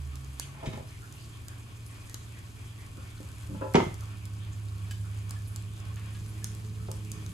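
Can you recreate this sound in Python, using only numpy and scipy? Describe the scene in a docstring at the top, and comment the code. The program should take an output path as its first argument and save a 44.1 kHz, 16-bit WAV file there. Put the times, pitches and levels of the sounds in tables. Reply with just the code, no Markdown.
"""Pancake frying on a gas stove

Batter sizzles softly as steam escapes; now and then a bubble of fat bursts with a sharp snap.
A hand bumps the pan handle, something hollow is nudged, cookware is set down with a clatter across
the small kitchen, and a utensil clinks. Under it all the burner rushes and a distant motor drones,
slowly changing its speed."""
import sys
import numpy as np
from scipy import signal
from scipy.fft import rfft, irfft
from scipy.io import wavfile
from scipy.ndimage import uniform_filter1d

SR = 44100
rng = np.random.default_rng(int(sys.argv[2]) if len(sys.argv) > 2 else 0)


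def pcm_store(signal):
    """Save signal as 16-bit PCM."""
    levels = np.round(np.clip(np.atleast_2d(signal), -1, 1) * 32767)
    wavfile.write(sys.argv[1], SR, levels.astype(np.int16).T)


N = 323246
TIME = np.arange(N) / SR


def amp(db):
    """Turns decibels into a number to multiply by."""
    return 10 ** (np.asarray(db) / 20)


def evened(x):
    """Scales a signal to an average size (rms) of 1."""
    return x / np.sqrt(np.mean(x ** 2) + 1e-20)


def read(points, hz):
    """Looks up a table by frequency, sliding smoothly between its rows."""
    f, value = np.transpose(points)
    return np.interp(np.log(hz + 1), np.log(f + 1), value)


def follow(rows):
    """Turns a table of times and values into one curve per column."""
    s, *columns = np.transpose(rows)
    return [np.interp(TIME, s, c) for c in columns]


def add(mix, s, sound):
    """Mixes a sound in at s seconds."""
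    part = mix[..., max(round(s * SR), 0):][..., :sound.shape[-1]]
    part += sound[..., :part.shape[-1]]


def drift(per_s):
    """A random wobble of size 1, with up to about per_s swings a second."""
    hz = np.fft.rfftfreq(N, 1 / SR)
    return evened(irfft(rfft(rng.standard_normal(N)) / (1 + (hz / per_s) ** 4), N))


def colour(x, points):
    """Turns each frequency up or down as a table says."""
    size = x.shape[-1]
    return irfft(rfft(x) * amp(read(points, np.fft.rfftfreq(size, 1 / SR))), size)


def resonate(x, pitch_hz, width_hz):
    """Keeps mostly the part of a sound near one pitch."""
    size = x.shape[-1]
    hz = np.fft.rfftfreq(size, 1 / SR)
    return irfft(rfft(x) / (1 + ((hz - pitch_hz) / (width_hz / 2)) ** 2), size)


def flattened(x, size):
    """Makes a burst about equally strong from bass to treble, keeping its fine detail."""
    z = rfft(x)
    power = abs(uniform_filter1d(abs(z) ** 2, size, axis=-1))
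    return irfft(z / np.sqrt(power + 1e-12), x.shape[-1])


def click(points, dull_hz=SR):
    """A sudden click with a table's tone, fading away above dull_hz."""
    hz = abs(np.fft.fftfreq(2048, 1 / SR))
    log_gain = np.log(amp(read(points, hz)) / np.sqrt(1 + (hz / dull_hz) ** 4) + 1e-5)
    return np.fft.ifft(np.exp(np.conj(signal.hilbert(log_gain)))).real


# How alike the stove sounds left and right (frequency [Hz], likeness [0 to 1])
LIKENESS = [(160, .98), (290, .7), (600, .2), (3500, .2), (5500, .5), (7500, .85), (9000, .96),
            (16000, .93)]
# How far the left side runs ahead (frequency [Hz], lead [radians])
LEFT_LEAD = [(300, -.1), (1800, -2.4), (4200, 0), (5600, -1.7), (6600, -.1), (9300, 0), (12000, 1.5),
             (14000, 2.7), (16000, 3.3)]
# How much louder the left side is (frequency [Hz], left minus right [dB])
BALANCE = [(100, 3.5), (350, -1), (1000, -0.5), (3100, 1.5), (4500, 1), (6800, -0.5), (9000, 0),
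           (16000, 0.5)]
def stereo(a, b):
    """Blends two sounds into left and right, most alike in the bass and high treble."""
    hz = np.fft.rfftfreq(N, 1 / SR)
    same, tilt = read(LIKENESS, hz), amp(read(BALANCE, hz) / 2)
    right = (same * rfft(a) + np.sqrt(1 - same ** 2) * rfft(b)) * np.exp(-1j * read(LEFT_LEAD, hz))
    return irfft(np.array([rfft(a) * tilt, right / tilt]), N)


def from_right(x):
    """Sound from the right reaches the left side late, by a quarter cycle from 600 Hz up."""
    lag = np.minimum(np.fft.rfftfreq(N, 1 / SR) / 600, 1) * np.pi / 4
    return irfft(rfft(x) * np.exp(1j * lag * np.array([[-1], [1]])), N)


# How long the room echoes (frequency [Hz], time to fade by 60 dB [s])
ECHO_TIMES = [(100, .28), (350, .28), (1000, .34), (3000, .4), (7000, .38), (15000, .25)]
def kitchen(x, early_s=0.16, mono_hz=380):
    """Strong early echoes off stove and wall, then a fading tail; both sides share the bass."""
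    t = np.arange(SR * 3 // 4) / SR
    echoes = rng.standard_normal((2, len(t))) * (1 + np.exp(-t / early_s))
    hz, at, (left, right) = signal.stft(echoes, SR, nperseg=256)
    same = 1 / (1 + (hz[:, None] / mono_hz) ** 4)
    right = same * left + np.sqrt(1 - same ** 2) * right
    fade = amp(-60 * at / read(ECHO_TIMES, hz)[:, None])
    tail = signal.istft(np.array([left, right]) * fade, SR, nperseg=256)[1][:, :len(t)]
    tail = flattened(tail, size=24) * np.minimum(t / 0.0012, 1)
    return signal.fftconvolve(x[None], tail[:, :SR // 2], axes=1)[:, :N]


# The tone of the hiss (frequency [Hz], level [dB])
SIZZLE_TONE = [(2000, -1.5), (4000, -1.5), (5600, -2), (7000, 0.5), (7800, -1), (9000, -2), (11500, -4),
               (12800, -3.5), (13800, -4.5), (15500, -36), (16300, -45)]
# How hard the batter sizzles (time [s], level [dB])
FRYING = [(0.0, -60.5), (0.59, -61.5), (1.2, -59), (1.65, -62), (2.06, -59), (2.88, -61.5), (3.35, -59),
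          (3.86, -58.5), (4.33, -62.5), (4.9, -59.5), (5.88, -61.5), (6.2, -58.5), (6.72, -60), (7.33, -58)]
def sizzle(gain_db=2, bubbles_per_s=900, spread_db=3.5, flutter_db=0.6):
    """Countless tiny steam bubbles merge into a hiss; the larger ones prickle out of it."""
    size = amp(spread_db * np.minimum(rng.exponential(1, (2, N)), 6)) * rng.choice([-1, 1], (2, N))
    prickles = evened(size * (rng.random((2, N)) < bubbles_per_s / SR))
    fizz = colour(rng.standard_normal((2, N)) + amp(-3) * prickles, SIZZLE_TONE)
    return evened(stereo(*fizz)) * amp(follow(FRYING)[0] + gain_db + flutter_db * drift(14))


# The tone of the flame (frequency [Hz], level [dB])
FLAME_TONE = [(260, -1), (450, -12), (600, -1.5), (820, -4), (1080, 0), (1450, -3.5), (1800, -6.5),
              (2060, -8), (2500, -4), (3300, -6), (3900, -14.5), (5000, -11.5), (6500, -32), (11000, -78)]
# Hollow spaces round the flame (pitch [Hz], width [Hz], level [dB])
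STOVE_HOLLOWS = [(1100, 75, 1.5), (1520, 28, -1), (1790, 36, -1), (2280, 110, -4), (2470, 120, -2),
                 (3310, 260, -9)]
# The tone of the house's rumble (frequency [Hz], level [dB])
RUMBLE_TONE = [(20, -12), (33, -6), (45, -1.5), (58, 1.5), (80, 4.5), (125, -1), (170, -13.5), (280, -10.5),
               (420, -17), (700, -44), (1500, -69)]
def burner(rush_db=-58, rumble_db=-48.5, flutter_db=1.7, flicker_db=2.3):
    """The gas flame rushes and flickers in the stove's hollows, over the low rumble of the house."""
    flame = rng.standard_normal((2, N))
    hollows = sum(resonate(flame, hz, width) * amp(db + flicker_db * drift(12))
                  for hz, width, db in STOVE_HOLLOWS)
    rush = evened(colour(rng.standard_normal((2, N)), FLAME_TONE)) + amp(-5) * evened(hollows)
    rumble = evened(stereo(*colour(rng.standard_normal((2, N)), RUMBLE_TONE)))
    return stereo(*rush) * amp(rush_db + flutter_db * drift(6.6)) + rumble * amp(rumble_db)


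def hum(hz, db, waver_hz=0.76, waver_db=1.5):
    """A low tone that wavers in pitch and loudness."""
    loudness = amp(db + waver_db * drift(6.3))
    return loudness * np.sin(2 * np.pi * np.cumsum(hz + waver_hz * drift(14)) / SR)


# The opening hums (starting pitch [Hz], glide [Hz/s], starting level [dB], fade [dB/s])
DYING_HUMS = [(75, -19.5, -34, 30.5), (129.5, 13.5, -43.5, 15)]
def dying_hums():
    """Two hums slide in pitch, one down and one up, as they die away."""
    return sum(hum(hz + glide * TIME, db - fade * TIME) for hz, glide, db, fade in DYING_HUMS)


# The motor, louder when hard work slows it down (time [s], pitch [Hz], level [dB])
MOTOR = [(.6, 110, -49.5), (1.3, 113, -47.5), (2.9, 110.7, -47), (3.9, 106, -41), (5, 103.6, -36),
         (5.8, 105.4, -38.5), (6.7, 107.6, -39), (7.33, 104.4, -39)]
# Its higher tones (multiple of the pitch [times], level [dB])
OVERTONES = [(2, 1), (3, -3.5), (4, -6)]
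# Those tones and the growl rise as it strains (time [s], level [dB])
STRAIN = [(5.1, -73), (6.3, -60.5), (7.33, -55)]
# Weaker hums (pitch [Hz], level at light work [dB], level at hard work [dB])
WEAK_HUMS = [(74.3, -57.5, -47), (92, -53.5, -48.5), (175, -73.5, -53.5)]
# The tone of its rough growl (frequency [Hz], level [dB])
GROWL_TONE = [(40, -20), (80, -5), (170, 6), (280, -22.5), (420, -10), (650, -34), (1500, -60)]
def motor(waver_hz=0.76, right_db=2.5, growl_db=8):
    """A distant motor drones and growls; weaker hums throb against it."""
    hz, db = follow(MOTOR)
    load, strain_db = (db - db.min()) / np.ptp(db), follow(STRAIN)[0]
    angle = 2 * np.pi * np.cumsum(hz + waver_hz * drift(6.7)) / SR
    drone = amp(db + drift(4.4)) * np.sin(angle)
    drone += sum(amp(strain_db + d + 2 * drift(8)) * np.sin(k * angle) for k, d in OVERTONES)
    for hum_hz, light_db, hard_db in WEAK_HUMS:
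        drone += hum(hum_hz, light_db + load * (hard_db - light_db))
    drone *= np.clip((TIME - MOTOR[0][0]) * 10, 0, 1)  # fades in over 0.1 s
    drone += dying_hums()
    growl = evened(stereo(*colour(rng.standard_normal((2, N)), GROWL_TONE))) * amp(strain_db + growl_db)
    return np.sqrt(2) * drone * amp([[-right_db / 2], [right_db / 2]]) + growl


def spits(level_db=-69, count=90, spread_db=5, length_s=0.017):
    """Steam escapes through tiny holes in the batter in short fizzes."""
    out, t = np.zeros(N), np.arange(SR // 8) / SR
    swell = t / length_s * np.exp(-2 * t / length_s)
    for when, pitch, size in rng.random((count, 3)):
        fizz = evened(resonate(rng.standard_normal(len(t)), 3000 * 4 ** pitch, width_hz=3500))
        add(out, when * N / SR, amp(spread_db * size) * fizz * swell)
    return amp(level_db) * evened(stereo(out, out))


def small_pops(count=16, level_db=-43.5, spread_db=12, body_db=-15):
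    """Rows for faint pops, scattered about evenly through the frying."""
    return [((k + when) / count * N / SR, level_db + spread_db * (2 * size - 1), body_db)
            for k, (when, size) in enumerate(rng.random((count, 2)))]


# The main bursting bubbles (time [s], level [dB], dull body compared with the snap [dB])
POPS = [(0.155, -29, -9), (0.245, -34.5, 5), (0.3967, -12.5, -6), (0.906, -48, 1), (1.124, -32, -9),
        (1.4825, -25, 0), (1.863, -35, -8), (2.096, -29, -2), (2.1426, -19, 9), (3.7373, -24, 5),
        (3.942, -30, 3), (4.007, -32, -12), (4.036, -38, 2), (4.2536, -29, -14), (5.294, -31, -2),
        (5.3077, -22, -10), (5.56, -22, -45), (5.8015, -37, -10), (6.4425, -14.5, -10), (6.549, -31, -21),
        (6.9146, -21.5, -16), (7.048, -36, -9), (7.1164, -21, -23), (7.2625, -28.5, 21)]
# The tone of a pop heard directly (frequency [Hz], level [dB])
SNAP_TONE = [(300, 3.5), (700, -2), (1250, 4), (1800, -11), (3000, -4), (4500, 5), (7000, 10.5),
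             (9000, 4.5), (12800, 6), (16000, 2)]
# Its tone as the pan throws it into the room (frequency [Hz], level [dB])
THROWN_TONE = [(300, -24), (1200, 11), (2400, 3.5), (3050, 9.5), (3800, 9), (7000, 14), (9500, 11),
               (12500, 3.5), (14000, -10), (16000, -20)]
def pops(gain_db=6, room_db=-5, delay_s=0.001127, spray_s=0.0013):
    """A bubble of fat bursts with a snap and a brief spray; the pan throws the sound into the room."""
    direct, thrown, t = np.zeros((2, N)), np.zeros(N), np.arange(256) / SR
    for s, db, body_db in POPS + small_pops():
        spray = 0.22 * rng.standard_normal((2, len(t))) * np.exp(-t / spray_s)
        burst = amp(db + gain_db) * flattened(spray + (t == 0), size=24)[:, :192]
        snap = click(SNAP_TONE) + amp(body_db) * click(SNAP_TONE, dull_hz=3900)
        splash = click(THROWN_TONE) + amp(body_db) * click(THROWN_TONE, dull_hz=4400)
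        add(direct, s + delay_s, signal.fftconvolve(burst, snap[None] / np.linalg.norm(snap), axes=1))
        add(thrown, s + delay_s, np.convolve(burst[0], splash / np.linalg.norm(splash)))
    heard = stereo(*direct) + amp(room_db) * kitchen(thrown)
    return signal.lfilter(*signal.butter(2, 350, "high", fs=SR), heard)  # too small to make bass


def jet(pitch_hz, peak_s):
    """Steam swells and fades in one hole, hissing near its pitch; two channels."""
    t = np.arange(SR // 4) / SR
    hiss = [evened(resonate(noise, pitch_hz, 0.24 * pitch_hz))
            for noise in rng.standard_normal((2, len(t)))]
    return np.array(hiss) * t / peak_s * np.exp(1 - t / peak_s)


# Larger jets of steam (time [s], level [dB], pitch [Hz], time to the peak [s])
SQUIRTS = [(0.412, -49, 3040, 0.013), (1.02, -55, 1370, .02), (1.19, -60, 4460, 0.027),
           (1.855, -58, 10600, 0.014), (2.31, -60, 2440, 0.029), (2.66, -61, 3240, 0.025),
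           (2.96, -59, 1330, 0.047), (3.08, -63, 3370, .03), (4.01, -54.5, 1240, 0.015),
           (4.41, -60, 3600, .025), (4.52, -58, 7000, .012), (5.04, -58, 1400, 0.019),
           (5.47, -53, 10500, 0.01), (6.276, -58, 10070, 0.0073)]
def squirts(puff_count=45, puff_db=-66, spread_db=8):
    """A few large holes let out clear jets of steam; many soft puffs come from under the batter."""
    jets, puffs = np.zeros((2, N)), np.zeros((2, N))
    for s, db, hz, peak_s in SQUIRTS:
        add(jets, s, amp(db) * jet(hz, peak_s))
    for k, (when, pitch, size) in enumerate(rng.random((puff_count, 3))):
        puff = amp(spread_db * size) * jet(1100 * 3.3 ** pitch, peak_s=0.032)
        add(puffs, (k + when) / puff_count * N / SR, puff)
    return stereo(*(jets + amp(puff_db) * evened(puffs)))


def fading_tones(tones, t):
    """A struck object rings with several tones; each drops 60 dB in its ring time."""
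    return sum(amp(db - 60 * t / ring_s) * np.sin(2 * np.pi * hz * t) for hz, db, ring_s in tones)


def ring(tones):
    """Half a second of ringing, scaled to an energy of 1."""
    sound = fading_tones(tones, np.arange(SR // 2) / SR)
    return sound / np.linalg.norm(sound)


def struck(blows, body, rattle):
    """Each blow is a push and a brief rattle that sound through an object's body."""
    out, t = np.zeros(N), np.arange(SR // 4) / SR
    for s, db, low_hz, dull_hz, length in blows:
        contacts = rng.standard_normal(len(t)) * amp(-30 * t / length) * (1 - np.exp(-6 * t / length))
        force = flattened(rattle * contacts / np.linalg.norm(contacts) + (t == 0), size=20)[:len(t) // 2]
        force = signal.lfilter(*signal.butter(2, low_hz, "high", fs=SR), force)  # light blows lack bass
        force = signal.lfilter(*signal.butter(2, dull_hz, fs=SR), force)  # soft ones lack treble
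        blow = signal.fftconvolve(force, body)
        add(out, s, amp(db) * blow / np.linalg.norm(blow))
    return out


# The tone of a thud (frequency [Hz], level [dB])
THUD_TONE = [(40, 0), (90, 1), (150, 3), (195, -2), (240, 2), (300, -1), (400, 4), (540, -5), (700, -5),
             (900, -1), (1100, -9), (1280, -6), (1500, -13), (1850, -14), (2100, -7), (2600, -16),
             (3100, -13), (4000, -20), (6600, -15), (9000, -22), (13000, -25)]
def thud():
    """The dull part of a blow on cookware."""
    return click(THUD_TONE)


# The pan shifting (time [s], level [dB], bass limit [Hz], treble limit [Hz], rattle length [s])
NUDGES = [(0.55, -51, 1018, 1190, 0.22), (0.629, -40.5, 380, 1020, 0.038), (0.659, -45, 1690, 7600, 0.029),
          (0.669, -33.5, 70, 230, 0.026), (0.729, -47.5, 800, 6500, 0.026), (0.736, -39, 80.5, 220, 0.018),
          (0.756, -52, 900, 3000, 0.012), (0.774, -46.5, 520, 600, 0.016), (0.797, -49.5, 520, 620, 0.0096)]
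# The tones of the pan on its grate (pitch [Hz], level [dB], ring time [s])
PAN_TONES = [(150, -2, .08), (245, -6, .08), (393, -6, .07), (540, -6, .05), (650, 0, .06), (834, -5, .05),
             (1010, -5, .04), (1810, -7, .04), (2220, -5, .012), (2530, -11, .03), (3100, -7, .01),
             (3750, -2, .01), (5200, -8, .004)]
def pan_handle(gain_db=30):
    """A hand bumps the handle, and the pan knocks and scrapes on the grate."""
    body, knock = ring(PAN_TONES), thud()
    add(body, 0, amp(-1) * knock / np.linalg.norm(knock))
    out = amp(gain_db) * struck(NUDGES, body, rattle=3)
    return amp(1) * from_right(out) + kitchen(out)


# Soft shoves (time [s], level [dB], bass limit [Hz], treble limit [Hz], rattle length [s])
BUMPS = [(2.96, -47, 200.7, 260, 0.09), (3.202, -46, 194, 322, 0.012), (3.491, -35.5, 120.2, 162, 0.066),
         (3.532, -38.5, 110, 249.3, 0.042), (3.545, -49.5, 500, 2600, 0.025),
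         (3.612, -33, 374, 2000, 0.058), (6.886, -48.5, 557, 846, 0.018)]
# The tones of the hollow thing (pitch [Hz], level [dB], ring time [s])
HOLLOW_TONES = [(150, -4, .09), (215, 0, .08), (290, -2, .05), (390, -4, .05), (528, -2, .06),
                (590, -6, .04), (872, -8, .1), (974, -5, .06), (1320, -12, .06), (1610, -15, .03),
                (2600, -12, .02)]
def bumps(gain_db=30):
    """Soft bumps make something hollow ring briefly."""
    out = amp(gain_db) * struck(BUMPS, ring(HOLLOW_TONES), rattle=5)
    return from_right(out) + kitchen(out)


# Cookware lands on its rim, falls flat and bounces; later comes a light knock
# (time [s], level [dB], bass limit [Hz], treble limit [Hz], rattle length [s])
LANDINGS = [(3.7445, -32.5, 1400, 2600, 0.0081), (3.7485, -20, 130, 650, 0.0057),
            (3.7532, -22, 326, 4420, 0.014), (3.765, -26, 447, 1600, 0.015), (3.7765, -26, 80, 600, .004),
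            (3.803, -29.5, 200, 1500, 0.0049), (3.829, -37, 150, 600, .008), (3.866, -34, 60, 160, 0.0062),
            (6.886, -45, 485, 725, 0.015)]
# The tones of the cookware (pitch [Hz], level [dB], ring time [s])
COOKWARE_TONES = [(151, 1, .22), (240, 0, .28), (272, -5, .33), (357, -1, .3), (380, -4, .24),
                  (414, -1, .22), (560, -14, .3), (632, -10, .21), (686, -12, .3), (772, -11, .24),
                  (885, -11, .32), (962, -8, .26), (1220, -17, .25), (1314, -16, .3), (1680, -19, .26),
                  (2076, -9.5, .42), (2098, -16, .36), (2135, -18, .3), (3200, -19, .33), (3671, -23, .25),
                  (6368, -26, .35)]
def cookware(gain_db=28, ring_db=2, rise_s=0.0016, right_db=1):
    """Cookware thuds down, and the hardest blow leaves it ringing."""
    thuds = struck(LANDINGS, thud(), rattle=2.09)
    ringing, t = np.zeros(N), np.arange(SR // 2) / SR
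    s, hardest_db = max(LANDINGS, key=lambda row: row[1])[:2]
    tones = sum(amp(db - 60 * t / ring_s) * np.sin(2 * np.pi * (hz * t + rng.random()))
                for hz, db, ring_s in COOKWARE_TONES)
    add(ringing, s, amp(hardest_db) * tones / np.linalg.norm(tones) * np.minimum(t / rise_s, 1))
    direct = from_right(amp(1) * thuds + amp(ring_db) * ringing)
    return amp(gain_db) * (direct + amp(-1) * kitchen(thuds)) * amp([[0], [right_db]])


# Light touches (time [s], level [dB], treble limit [Hz], scrape length [s], lowest tone [Hz])
CLINKS = [(4.908, -42, 9470, 0.014, 1635), (5.362, -44.5, 1720, 0.001, 1726),
          (5.965, -39.5, 3094, 0.066, 1720), (6.146, -46, 4570, 0.028, 1676),
          (6.423, -45, 1710, 0.001, 1740)]
# The utensil's higher tones (pitch [Hz], level [dB], ring time [s])
UTENSIL_TONES = [(3035, -3, .08), (4750, 0, .028), (6270, -11, .05), (7250, -3, .03), (7680, -6, .08),
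                 (10100, -7, .03), (11900, -2, .04)]
def utensil(gain_db=28, room_db=-3, rise_s=0.003):
    """Short touches make a small utensil ring; longer ones mostly scrape."""
    out, t = np.zeros(N), np.arange(SR // 2) / SR
    for s, db, dull_hz, length, lowest_hz in CLINKS:
        scrape = amp(3) * np.sqrt(length / 0.03) * rng.standard_normal(len(t)) * np.exp(-t / length)
        tones = fading_tones([(lowest_hz, -7, 0.13)] + UTENSIL_TONES, t)
        tap = (tones + scrape) * np.minimum(t / rise_s, 1)
        soften = signal.butter(2, [1000, dull_hz], "band", fs=SR)
        add(out, s, amp(db + gain_db) * signal.lfilter(*soften, tap / np.linalg.norm(tap)))
    return amp(room_db) * kitchen(out) + out


def scene():
    """Everything heard beside the stove."""
    frying = sizzle() + spits() + squirts() + pops()
    clatter = pan_handle() + bumps() + cookware() + utensil()
    return frying + clatter + motor() + burner()


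def record(dry):
    """Cuts off the very highest treble, above 16300 Hz."""
    treble_cut = signal.firwin(511, 16300, window=("kaiser", 9), fs=SR)
    return signal.oaconvolve(dry, treble_cut[None], "same")


dry = scene()
out = record(dry)
pcm_store(out)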